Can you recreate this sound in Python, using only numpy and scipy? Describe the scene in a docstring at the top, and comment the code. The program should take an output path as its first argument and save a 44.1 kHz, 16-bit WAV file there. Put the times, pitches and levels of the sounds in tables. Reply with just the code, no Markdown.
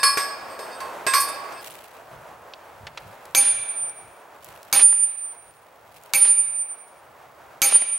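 """Driving a steel post sleeve

A tubular post driver clangs and slides on a steel sleeve in hard ground, heard from afar in a pine wood.
Then, close by, a sledgehammer hits the steel drive cap four times; its head sings on as it swings away.
Metal is built from fading tones and noise; wind, soil, twigs and straw are shaped noise.
Scattered noise makes the forest echo, and a camera adds a faint whine and limits the peaks."""
import sys
import numpy as np
from scipy import signal
from scipy.fft import rfft, irfft, next_fast_len
from scipy.io import wavfile
from scipy.ndimage import uniform_filter1d, minimum_filter1d, map_coordinates

SR = 44100
rng = np.random.default_rng(int(sys.argv[2]) if len(sys.argv) > 2 else 0)


def wrap_up_sound(samples):
    """Save the sound to the file named by the first command line argument, as 16-bit audio."""
    columns = np.atleast_2d(samples).T
    # keep every value between -1 and 1, then stretch to whole-number steps
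    tamed = np.clip(columns, -1, 1)
    steps = np.round(tamed * 32767).astype(np.int16)
    wavfile.write(sys.argv[1], SR, steps)


N = 351918
CLOCK = np.arange(N) / SR  # time through the whole scene, s
AGE = CLOCK[:int(1.2 * SR)]  # time since one event, s
CUT_S = 1.616  # change from the far view of the driver to the close view of the cap

# In spectra and lists of tones, levels set the balance; further gains set the loudness.
# background rush as the recorder lets it through, sinking after loud blows: t/s, level/dB
RUSH = [(0.0, -43.5), (0.91, -40), (1.51, -41.5), (1.69, -48.5), (4.29, -51.5), (4.69, -50), (4.95, -59),
        (6.24, -52), (6.49, -55.5), (7.67, -50.5), (7.98, -55)]
# colour of the rush in the tree tops: f/Hz, level/dB per Hz
PINES = [(30, -25), (90, -21.5), (240, -13), (420, -4.5), (620, 1), (950, -0.5), (1300, -4.5), (1900, -11),
         (4100, -24.5), (8500, -28), (15000, -31), (16500, -41)]
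# colour of air lumps on the microphone: f/Hz, level/dB per Hz
RUMBLE = [(20, -29), (50, -2.5), (90, 2.5), (150, 0.5), (260, -15.5), (600, -38.5)]
# puffs of air on the microphone: t/s, level/dB
PUFFS = [(2.15, -56), (2.83, -51.5), (3.07, -54), (3.58, -53.5), (3.84, -58.5), (4.07, -64)]
PUFF_S = 0.053  # half length of a puff
BUFFET_DB, BUFFET_FOLLOWS = -67.5, .4  # air on the microphone, and its share of the rush's level changes
# forest echo: f/Hz, time to fade by 60 dB/s
FOREST = [(100, 0.46), (700, 1.2), (2300, 1.595), (5000, 0.76), (9000, 0.67), (15000, 0.04)]

# twigs snapping underfoot: t/s, level/dB, centre f/Hz, width/octaves, time to fade by 60 dB/s
TWIGS = [(1.707, -39, 10200, 0.18, .02), (1.729, -45, 3500, 3.3, 0.012), (2.536, -31.5, 3550, 0.41, 0.021),
         (2.868, -30, 1390, 1.1, 0.045), (2.974, -28, 1850, 0.98, 0.039), (3.254, -39, 5040, 1.4, 0.018),
         (3.895, -41.5, 4000, 1.1, 0.013), (4.445, -31.5, 11150, 0.98, 0.0097),
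         (4.63, -39.5, 2790, 2.3, 0.011), (6.036, -39, 10800, 0.99, 0.0068),
         (6.364, -38.5, 11200, .17, 0.026)]
# boots shifting in dry straw: t/s, level/dB, settling time/s
SHUFFLES = [(1.65, -41, 0.14), (3.0, -64.5, 1), (4.44, -54.5, 0.47), (5.932, -55.5, .13)]
STRAW_DB, SHUFFLE_RISE_S = -67, .03  # the straw never lies quite still
STRAW_BREAKS_PER_S, STRAW_SCATTER_DB = 600, 3.5
# colour of the straw: f/Hz, level/dB per Hz
STRAW = [(500, -18.5), (2500, 4.0), (6000, -5.5), (11000, -2), (16000, -5)]

# lifts of the driver along the sleeve: fastest moment t/s, level/dB, half length/s
LIFTS = [(0.722, -44, 0.074), (1.576, -46, 0.049)]
# the driver grazing the sleeve as it settles: t/s, level/dB
GRAZES = [(1.203, -20.5), (1.286, -33)]
# colour of a grazing tick: f/Hz, level/dB per Hz
TICK = [(1000, -36), (6000, -7), (10000, 10), (14000, -11.0), (16000, -28.5)]
# driver contacts: t/s, then level/dB of: askew on the end, square on the end, tube wall, clash, thud
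CLANGS = [(-.06, -26, -39.5, -27, -32.5, -44.5), (0.031, -14, -30, -25.5, -19, -30),
          (0.1724, -25.5, -40, -44.5, -22, -28.5), (.497, -64, -50, -60, -60, -65),
          (0.591, -56, -41.5, -40, -38, -31.5), (0.804, -61, -46, -43, -36, -55.5),
          (1.066, -45, -45, -24, -22.5, -22), (1.1364, -28.5, -16.5, -28.5, -18.5, -38.5),
          (1.522, -66, -54, -68, -42.5, -66)]
# driver tones: f/Hz, time to fade by 60 dB/s, then level/dB when hit: askew on end, square on end, on wall
DRIVER = [(1066, .45, -8, -11, -3), (1126, .33, -4, 2, -17), (1637, .35, -25, -21, -4),
          (1671, .45, -6, -10, -16), (1905, .6, -37, -26, -25), (2396, .4, -19, -25, -28),
          (2482, .6, -28, -18, -31), (2606, .5, -28, -22, -9), (3241, .35, -42, -35, -20),
          (3660, .7, -33, -20, -15), (4360, .33, -15, -11, -20), (4420, .27, -13, -22, -23),
          (4452, .3, -8, -9, -17), (4592, .22, -26, -28, -10), (4670, .6, -19, -13, -18),
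          (4953, .4, -15, -20, -26), (5028, .15, -24, -23, -10), (5092, .45, -9, -14, -22),
          (5173, .52, -3.5, -14, -22), (6072, .35, -26, -21, -22), (8253, .4, -12, -22, -27),
          (8289, .4, -15, -12, -23), (8409, .32, -9, -4, -4), (8533, .35, -17, -12, -13),
          (8958, .35, -19, -28, -21), (9346, .48, -22, -11, -28), (9836, .25, -15, -13, -16),
          (10660, .35, -20, -20, -30), (11550, .35, -20, -29, -35), (13212, .38, -18, -12, -27)]
# the crowd of weak tube tones: f/Hz, level/dB per Hz
CLASH = [(30, -51), (100, -33), (500, -24.5), (1100, 8), (2400, 8.5), (3100, -2), (4600, 2), (7000, -4),
         (9000, -4), (12000, -4.5), (14500, -13.5), (16000, -36.5)]
# thud of the ground: f/Hz, level/dB per Hz
THUD = [(20, -54), (60, -57), (200, -43.5), (400, 6.5), (700, -1.5), (2000, -53), (8000, -55.5)]

# sledge blows: t/s, then level/dB of: crack, cap centre, cap edge, sleeve ring, rim ping, soil grind;
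# then grind length/s, left-right difference of the head's song/dB
BLOWS = [(3.3491, -8, -9, -5.5, -15.5, -39.5, -37, 0.15, -3),
         (4.727, -18.5, -23.5, -13.5, -18, -23, -28, 0.099, -5),
         (6.1357, -14, -11.5, -20, -21, -22.5, -38.5, 0.18, -4.5),
         (7.618, -8.5, -10.5, -6, -17, -22.5, -33.5, 0.15, -2.5)]
# crowded tones of the rattling cap: f/Hz, width/Hz, level/dB when hit on centre, level/dB when hit on edge
CAP = [(2288, 140, 1.5, -9), (2510, 80, -7.5, -14), (2694, 55, -13.5, -16), (6380, 300, -24, 2),
       (6870, 75, -27.5, -5), (7560, 220, -18, -9.5), (9920, 570, -20.5, -15.5), (9960, 450, -20.5, -18),
       (11270, 190, -17.5, -14.5), (12020, 540, -20, -7.5), (11900, 690, -27, -16)]
# steel on steel: f/Hz, level/dB per Hz
CRACK = [(20, -37), (60, -22), (150, -6.5), (400, -7.5), (1000, 2.5), (1700, 2.5), (2400, -8.5),
         (3200, 5.5), (5000, 2), (7000, -1.5), (9000, 3), (12000, 0.5), (14000, -12), (16000, -39.5)]
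# the sleeve grinding through soil: f/Hz, level/dB per Hz
SOIL = [(20, -46.5), (60, -23.5), (150, -2.5), (400, -1), (800, 3.5), (1500, 3), (2500, 7.5), (4000, 3.5),
        (7000, -1.5), (12000, -9), (15000, -45)]
# tones of the sleeve standing in the soil: f/Hz, level/dB, time to fade by 60 dB/s
SLEEVE = [(297, -24, .25), (543, -18, .25), (802, -12, .35), (1048, -21, .2), (1319, -17.5, .22),
          (1567, -18, .2), (1820, -21, .15), (4385, -10, .15), (4450, -9, .13), (4554, -11, .16),
          (4850, -13, .2), (5238, -14, .2), (8600, -6, .14)]
# tones of the cap's rim: f/Hz, level/dB, time to fade by 60 dB/s
RIM = [(14030, -1, .2), (14070, 0, .2)]
# shaking of the ground: f/Hz, level/dB per Hz
THUMP = [(30, -28.5), (70, -17), (130, -1), (190, -0.5), (260, -30.5), (600, -38.5)]
THUMP_DB, THUMP_T60 = -39.5, 0.11  # every blow shakes the ground; T60 in s
# the hammer bouncing back onto the cap after a blow: t/s, level before a common lift/dB
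RATTLES = [(4.760, -25.5), (4.800, -20), (4.926, -25), (6.255, -23), (6.279, -42), (7.653, -23.5),
           (7.723, -18), (7.756, -18), (7.820, -18.5)]
# colour of those knocks: f/Hz, level/dB per Hz
KNOCK = [(60, -26.5), (300, -7.5), (800, 6), (1400, 0.5), (3000, -8), (7000, -20.5), (14000, -58)]

HEAD_HZ = 9215  # the hammer head's tone when it is still
# speed of the rebounding head towards the camera: time after the blow t/s, speed/(m/s)
SWING = [(0, 1.7), (.1, .5), (.25, -.7), (.5, -2), (.7, -2.3), (1, -1)]
# rebound from each blow: song level/dB, beat f/Hz, share of ground echo/1, echo life/s,
# side-on after t/s, turn length/s, side-on loss/dB
REBOUNDS = [(-9.7, 10.7, .8, .22, .315, .125, 14), (-9.2, 13.5, .5, .11, .425, .075, 15),
            (-8.8, 14.3, .5, .25, .375, .085, 10), (-11.6, 11.3, .95, .16, .31, .11, 9)]
SWELL_S, HEAD_LOSS_DB_PER_S = .04, 21  # the song swells in after each blow, then dies slowly
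AWAY_S, AWAY_DB_PER_S = 0.44, 100.5  # swung away from this age on, it loses this much more

CEILING_DB, RELEASE_DB_PER_S = -3.5, 500  # limiter
TOP_HZ = 16300  # upper end of the camera's band


def amp(db):
    """Turn decibels into a gain."""
    return 10 ** (np.asarray(db) / 20)


def unit(x):
    """Scale to an rms (average strength) of 1."""
    return x / np.sqrt(np.mean(x ** 2) + 1e-20)


def along(points, hz):
    """Read values between (Hz, value) points, with frequency on a log axis."""
    f, v = np.transpose(points)
    return np.interp(np.log(hz + 1), np.log(f), v)


def curve(rows, t=CLOCK):
    """Join (s, value) rows by straight lines."""
    return np.interp(t, *np.transpose(rows))


def bump(t, centre, width):
    """A smooth rise to 1 and fall."""
    return np.exp(-((t - centre) / width) ** 2)


def fade(t60):
    """Free decay after a blow, falling by 60 dB in t60 seconds."""
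    return amp(-60 * AGE / max(t60, 1e-3))


def wobble(rate):
    """A smooth random curve with rate knots a second."""
    knots = rng.standard_normal(int(N * rate / SR) + 4)
    return map_coordinates(knots, [CLOCK * rate])


def filtered(x, gain):
    """Multiply a sound by a gain that depends on frequency."""
    n = x.shape[-1]
    m = next_fast_len(n + 8192)
    hz = np.fft.rfftfreq(m, 1 / SR)
    return irfft(rfft(x, m) * gain(hz), m)[..., :n]


def noise(spectrum, size=len(AGE)):
    """Coloured noise of rms 1."""
    return unit(filtered(rng.standard_normal(size), lambda hz: amp(along(spectrum, hz))))


def add(track, s, sound):
    """Mix a sound into a track at time s, dropping what falls outside."""
    start = round(s * SR)
    a, b = max(start, 0), min(start + sound.shape[-1], N)
    track[..., a:b] += sound[..., a - start:b - start]


def placed(x, pan_db):
    """Give a sound a left-right level difference."""
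    return x * amp([[pan_db / 2], [-pan_db / 2]])


def wide(spectrum, side_db, size=len(AGE)):
    """Stereo noise, mostly alike on both sides."""
    middle = noise(spectrum, size)
    side = amp(side_db) * noise(spectrum, size)
    return middle + side * [[1], [-1]]


def ringing(modes, scatter_db, spread_db, hold_s, waver):
    """Stereo sum of (Hz, dB, t60) tones; the level holds for a moment before the tones fade."""
    out = np.zeros((2, len(AGE)))
    fading_s = np.hypot(AGE, hold_s) - hold_s  # starts slowly, then runs as fast as time
    knots_s = np.linspace(0, AGE[-1], num=90)
    for hz, db, t60 in modes:
        size, side, phase = rng.standard_normal(3)
        drift = waver * np.interp(AGE, knots_s, rng.standard_normal(90))
        level = amp(db + scatter_db * size - 60 * fading_s / t60)
        tone = np.sin(2 * np.pi * (hz * AGE + phase) + drift)
        out += placed(level * tone, spread_db * side)
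    return out


def wind(rush_db=3.0):
    """A soft rush in the tree tops, and low lumps of air on the microphone that partly share its level."""
    level_db = curve(RUSH)
    rush_gain = amp(level_db + rush_db + 1.2 * wobble(17))
    rush = rush_gain * wide(PINES, side_db=-9.5, size=N)
    shared_db = BUFFET_FOLLOWS * (level_db - level_db.mean())
    buffet = amp(BUFFET_DB + shared_db + 4.1 * wobble(4.7))
    puffs = sum(amp(db) * bump(CLOCK, s, PUFF_S) for s, db in PUFFS)
    return rush + (buffet + puffs) * wide(RUMBLE, side_db=-12.5, size=N)


def forest(x, wet_db):
    """Trunks scatter a long tail that builds up slowly and loses its high treble first."""
    hz, t, z = signal.stft(rng.standard_normal((2, len(AGE))), SR, nperseg=256)
    decay = amp(-60 * t / along(FOREST, hz)[:, None])
    build_up = 1 - np.exp(-t / 0.041)
    mid, side = signal.istft(z * decay * build_up, SR, nperseg=256)[1]
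    tail = (mid + amp(-5) * side * [[1], [-1]]) / np.linalg.norm(mid)
    return x + amp(wet_db) * signal.fftconvolve(x, tail, axes=1)[:, :N]


def litter():
    """Twigs snap in short bursts and dry straw crackles in tiny breaks under shifting boots."""
    out = np.zeros((2, N))
    for s, db, centre_hz, octaves, t60 in TWIGS:
        band = lambda hz: np.exp(-(np.log2((hz + 1) / centre_hz) / octaves) ** 2 / 2)
        burst = unit(filtered(rng.standard_normal(len(AGE)), band))
        snap = burst * (fade(t60) - fade(t60 / 8))
        add(out, s, placed(amp(db + 3) * snap, pan_db=-1))
    tread = np.zeros(N)
    for s, db, settle_s in SHUFFLES:
        rise_then_settle = np.minimum((CLOCK - s) / SHUFFLE_RISE_S, (s - CLOCK) / settle_s)
        tread += amp(db) * np.exp(rise_then_settle)
    happens = rng.random(N) < STRAW_BREAKS_PER_S / SR
    breaks = happens * amp(STRAW_SCATTER_DB * np.minimum(rng.exponential(size=N), 4))
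    grains = signal.fftconvolve(breaks, fade(0.011))[:N]
    stalks = wide(STRAW, side_db=-3, size=N)
    return out + (amp(STRAW_DB) + tread) * unit(grains * stalks)


def sliding():
    """Friction on the wall keeps the tube's tones humming while it is lifted."""
    def tube(f):
        return sum(amp(on_wall) / (1 + ((f - hz) / 18) ** 2) for hz, *_, on_wall in DRIVER)

    rub = sum(amp(db) * bump(CLOCK, s, half_s) for s, db, half_s in LIFTS)
    hum = unit(filtered(rng.standard_normal(N), tube))
    return rub * amp(5.1 * wobble(29.34)) * hum


def grazes():
    """A light touch wakes only the highest tones of the tube."""
    out = np.zeros((2, N))
    for s, db in GRAZES:
        # these tones die twice as fast as after a full contact
        modes = [(hz, on_end + 6, t60 / 2) for hz, t60, _, on_end, _ in DRIVER if hz > 9000]
        chink = ringing(modes, scatter_db=2, spread_db=2, hold_s=0, waver=.5)
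        tick = noise(TICK) * fade(0.11)
        add(out, s, amp(db) * (chink + tick))
    return out


def crowd(count):
    """Many weak, randomly placed tube tones, as (Hz, dB, t60) rows."""
    place, size, life = rng.standard_normal((3, count))
    hz = np.geomspace(450, 14500, num=count) * (1 + .01 * place)
    db = along(CLASH, hz) + 10 * np.log10(hz / hz.sum()) + 3 * size  # sparser tones each carry more
    return np.transpose([hz, db, .27 * np.exp(.27 * life)])


def post_driver(hold_s=0.047, waver=0.78, scatter_db=4.0, jangle_db=-2, wash_db=-10):
    """The tube rings with a different mix of tones for each spot where it meets the sleeve."""
    out = np.zeros((2, N))
    bloom = 1 - np.exp(-AGE / 0.0031)  # the ring takes a moment to spread round the tube
    for s, *spot_db, clash_db, thud_db in CLANGS:
        # each tone takes its level from the spot that wakes it most
        modes = [(hz, np.max(np.add(spot_db, reach_db)), t60) for hz, t60, *reach_db in DRIVER]
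        ring = bloom * ringing(modes, scatter_db, spread_db=4.0, hold_s=hold_s, waver=waver)
        clash = wide(CLASH, side_db=-7) * (fade(.055) + amp(wash_db) * fade(.33))
        thud = noise(THUD) * fade(0.097)
        add(out, s, ring + amp(clash_db) * clash + amp(thud_db) * thud)
        # only hard contacts wake the crowd of weak tones
        if clash_db > -33:
            jangle = ringing(crowd(count=110), scatter_db=0, spread_db=4, hold_s=0, waver=.5)
            add(out, s, amp(clash_db + jangle_db) * bloom * jangle)
    return out


def hammer_head(flutter_db=3.23):
    """One pure tone, Doppler-shifted by the swing, beats with its ground echo and is faint when side-on."""
    out = np.zeros((2, N))
    pitch_ratio = 1 + curve(SWING, AGE) / 343  # speed of sound in m/s
    tone = 2 * np.pi * HEAD_HZ * np.cumsum(pitch_ratio) / SR
    dying_db = HEAD_LOSS_DB_PER_S * AGE + AWAY_DB_PER_S * np.maximum(AGE - AWAY_S, 0)
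    swell = 1 - np.exp(-AGE / SWELL_S)
    for (s, *_, pan_db), rebound in zip(BLOWS, REBOUNDS):
        db, beat_hz, share, echo_s, side_on_s, turn_s, loss_db = rebound
        echo = share * bump(AGE, 0, echo_s) * np.sin(tone + 2 * np.pi * beat_hz * AGE)
        turn_db = loss_db * bump(AGE, side_on_s, turn_s)
        level_db = db - dying_db - turn_db + flutter_db * wobble(35)[:len(AGE)]
        add(out, s, placed(amp(level_db) * swell * (np.sin(tone) - echo), pan_db))
    return out


def cap_rattle(t60, order):
    """The loose cap's dying rattle, for a blow on its centre (order 0) or its edge (order 1)."""
    def colour(f):
        return sum(amp(db[order]) / (1 + (2 * (f - hz) / width) ** 2) for hz, width, *db in CAP)

    rattle = filtered(rng.standard_normal(len(AGE)), colour) * fade(t60)
    return rattle * np.linalg.norm(fade(t60)) / np.linalg.norm(rattle)


def sledge(snap_db=8, snap_t60=.02, sizzle_db=-5, sizzle_t60=0.061, cap_t60=0.12):
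    """Each blow cracks on the cap, rings the sleeve and shoves it a little deeper into the soil."""
    out = np.zeros((2, N))
    bloom = 1 - np.exp(-AGE / .002)  # the ring swells in quickly
    for s, crack_db, centre_db, edge_db, sleeve_db, rim_db, grind_db, grind_s, _ in BLOWS:
        grit = amp(2.5 * wobble(220)[:len(AGE)])
        snap = amp(snap_db) * fade(snap_t60)
        sizzle = amp(sizzle_db) * grit * fade(sizzle_t60)
        crack = wide(CRACK, side_db=-10.5) * (snap + sizzle)
        cap = amp(centre_db) * cap_rattle(cap_t60, order=0) + amp(edge_db) * cap_rattle(cap_t60, order=1)
        ring = ringing(SLEEVE, scatter_db=1, spread_db=2.5, hold_s=.01, waver=.25)
        ping = ringing(RIM, scatter_db=1, spread_db=2, hold_s=.01, waver=1.2)
        # the soil stops the sleeve abruptly
        grind = wide(SOIL, side_db=-9) * grit / (1 + (AGE / grind_s) ** 12)
        thump = amp(THUMP_DB) * noise(THUMP) * fade(THUMP_T60)
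        steel = amp(crack_db) * crack + bloom * (cap + amp(sleeve_db) * ring + amp(rim_db) * ping)
        add(out, s, placed(steel + amp(grind_db) * grind + thump, pan_db=-2))
    for s, db in RATTLES:
        knock = wide(KNOCK, side_db=-13.5) * (fade(0.017) - fade(0.0082))
        add(out, s, amp(db + 4) * knock)
    return out


def scene():
    """The driver from afar until the cut, then the sledge close by, with wind throughout."""
    far = forest(post_driver() + grazes() + sliding(), wet_db=-18.0) * (CLOCK < CUT_S)
    song = forest(hammer_head(), wet_db=-21)
    near = forest(sledge() + litter(), wet_db=-21.0) + song
    return placed(far + wind(), pan_db=-.6) + near


def record(dry):
    """The camera adds a faint whine, limits the peaks and trims both ends of the band."""
    whine = np.sin(2 * np.pi * 15735 * CLOCK)
    x = dry + amp(-68.0) * whine
    peak_db = 20 * np.log10(np.abs(x).max(axis=0) + 1e-9)
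    over_db = np.maximum(peak_db - CEILING_DB, 0)
    # after a peak the gain recovers at a steady rate
    recovery_db = RELEASE_DB_PER_S * CLOCK
    held_db = np.maximum.accumulate(over_db + recovery_db) - recovery_db
    gain = uniform_filter1d(minimum_filter1d(amp(-held_db), size=32), size=32)
    return filtered(x * gain, lambda hz: (hz < TOP_HZ) * hz / np.hypot(hz, 35))


dry = scene()
out = record(dry)
wrap_up_sound(out)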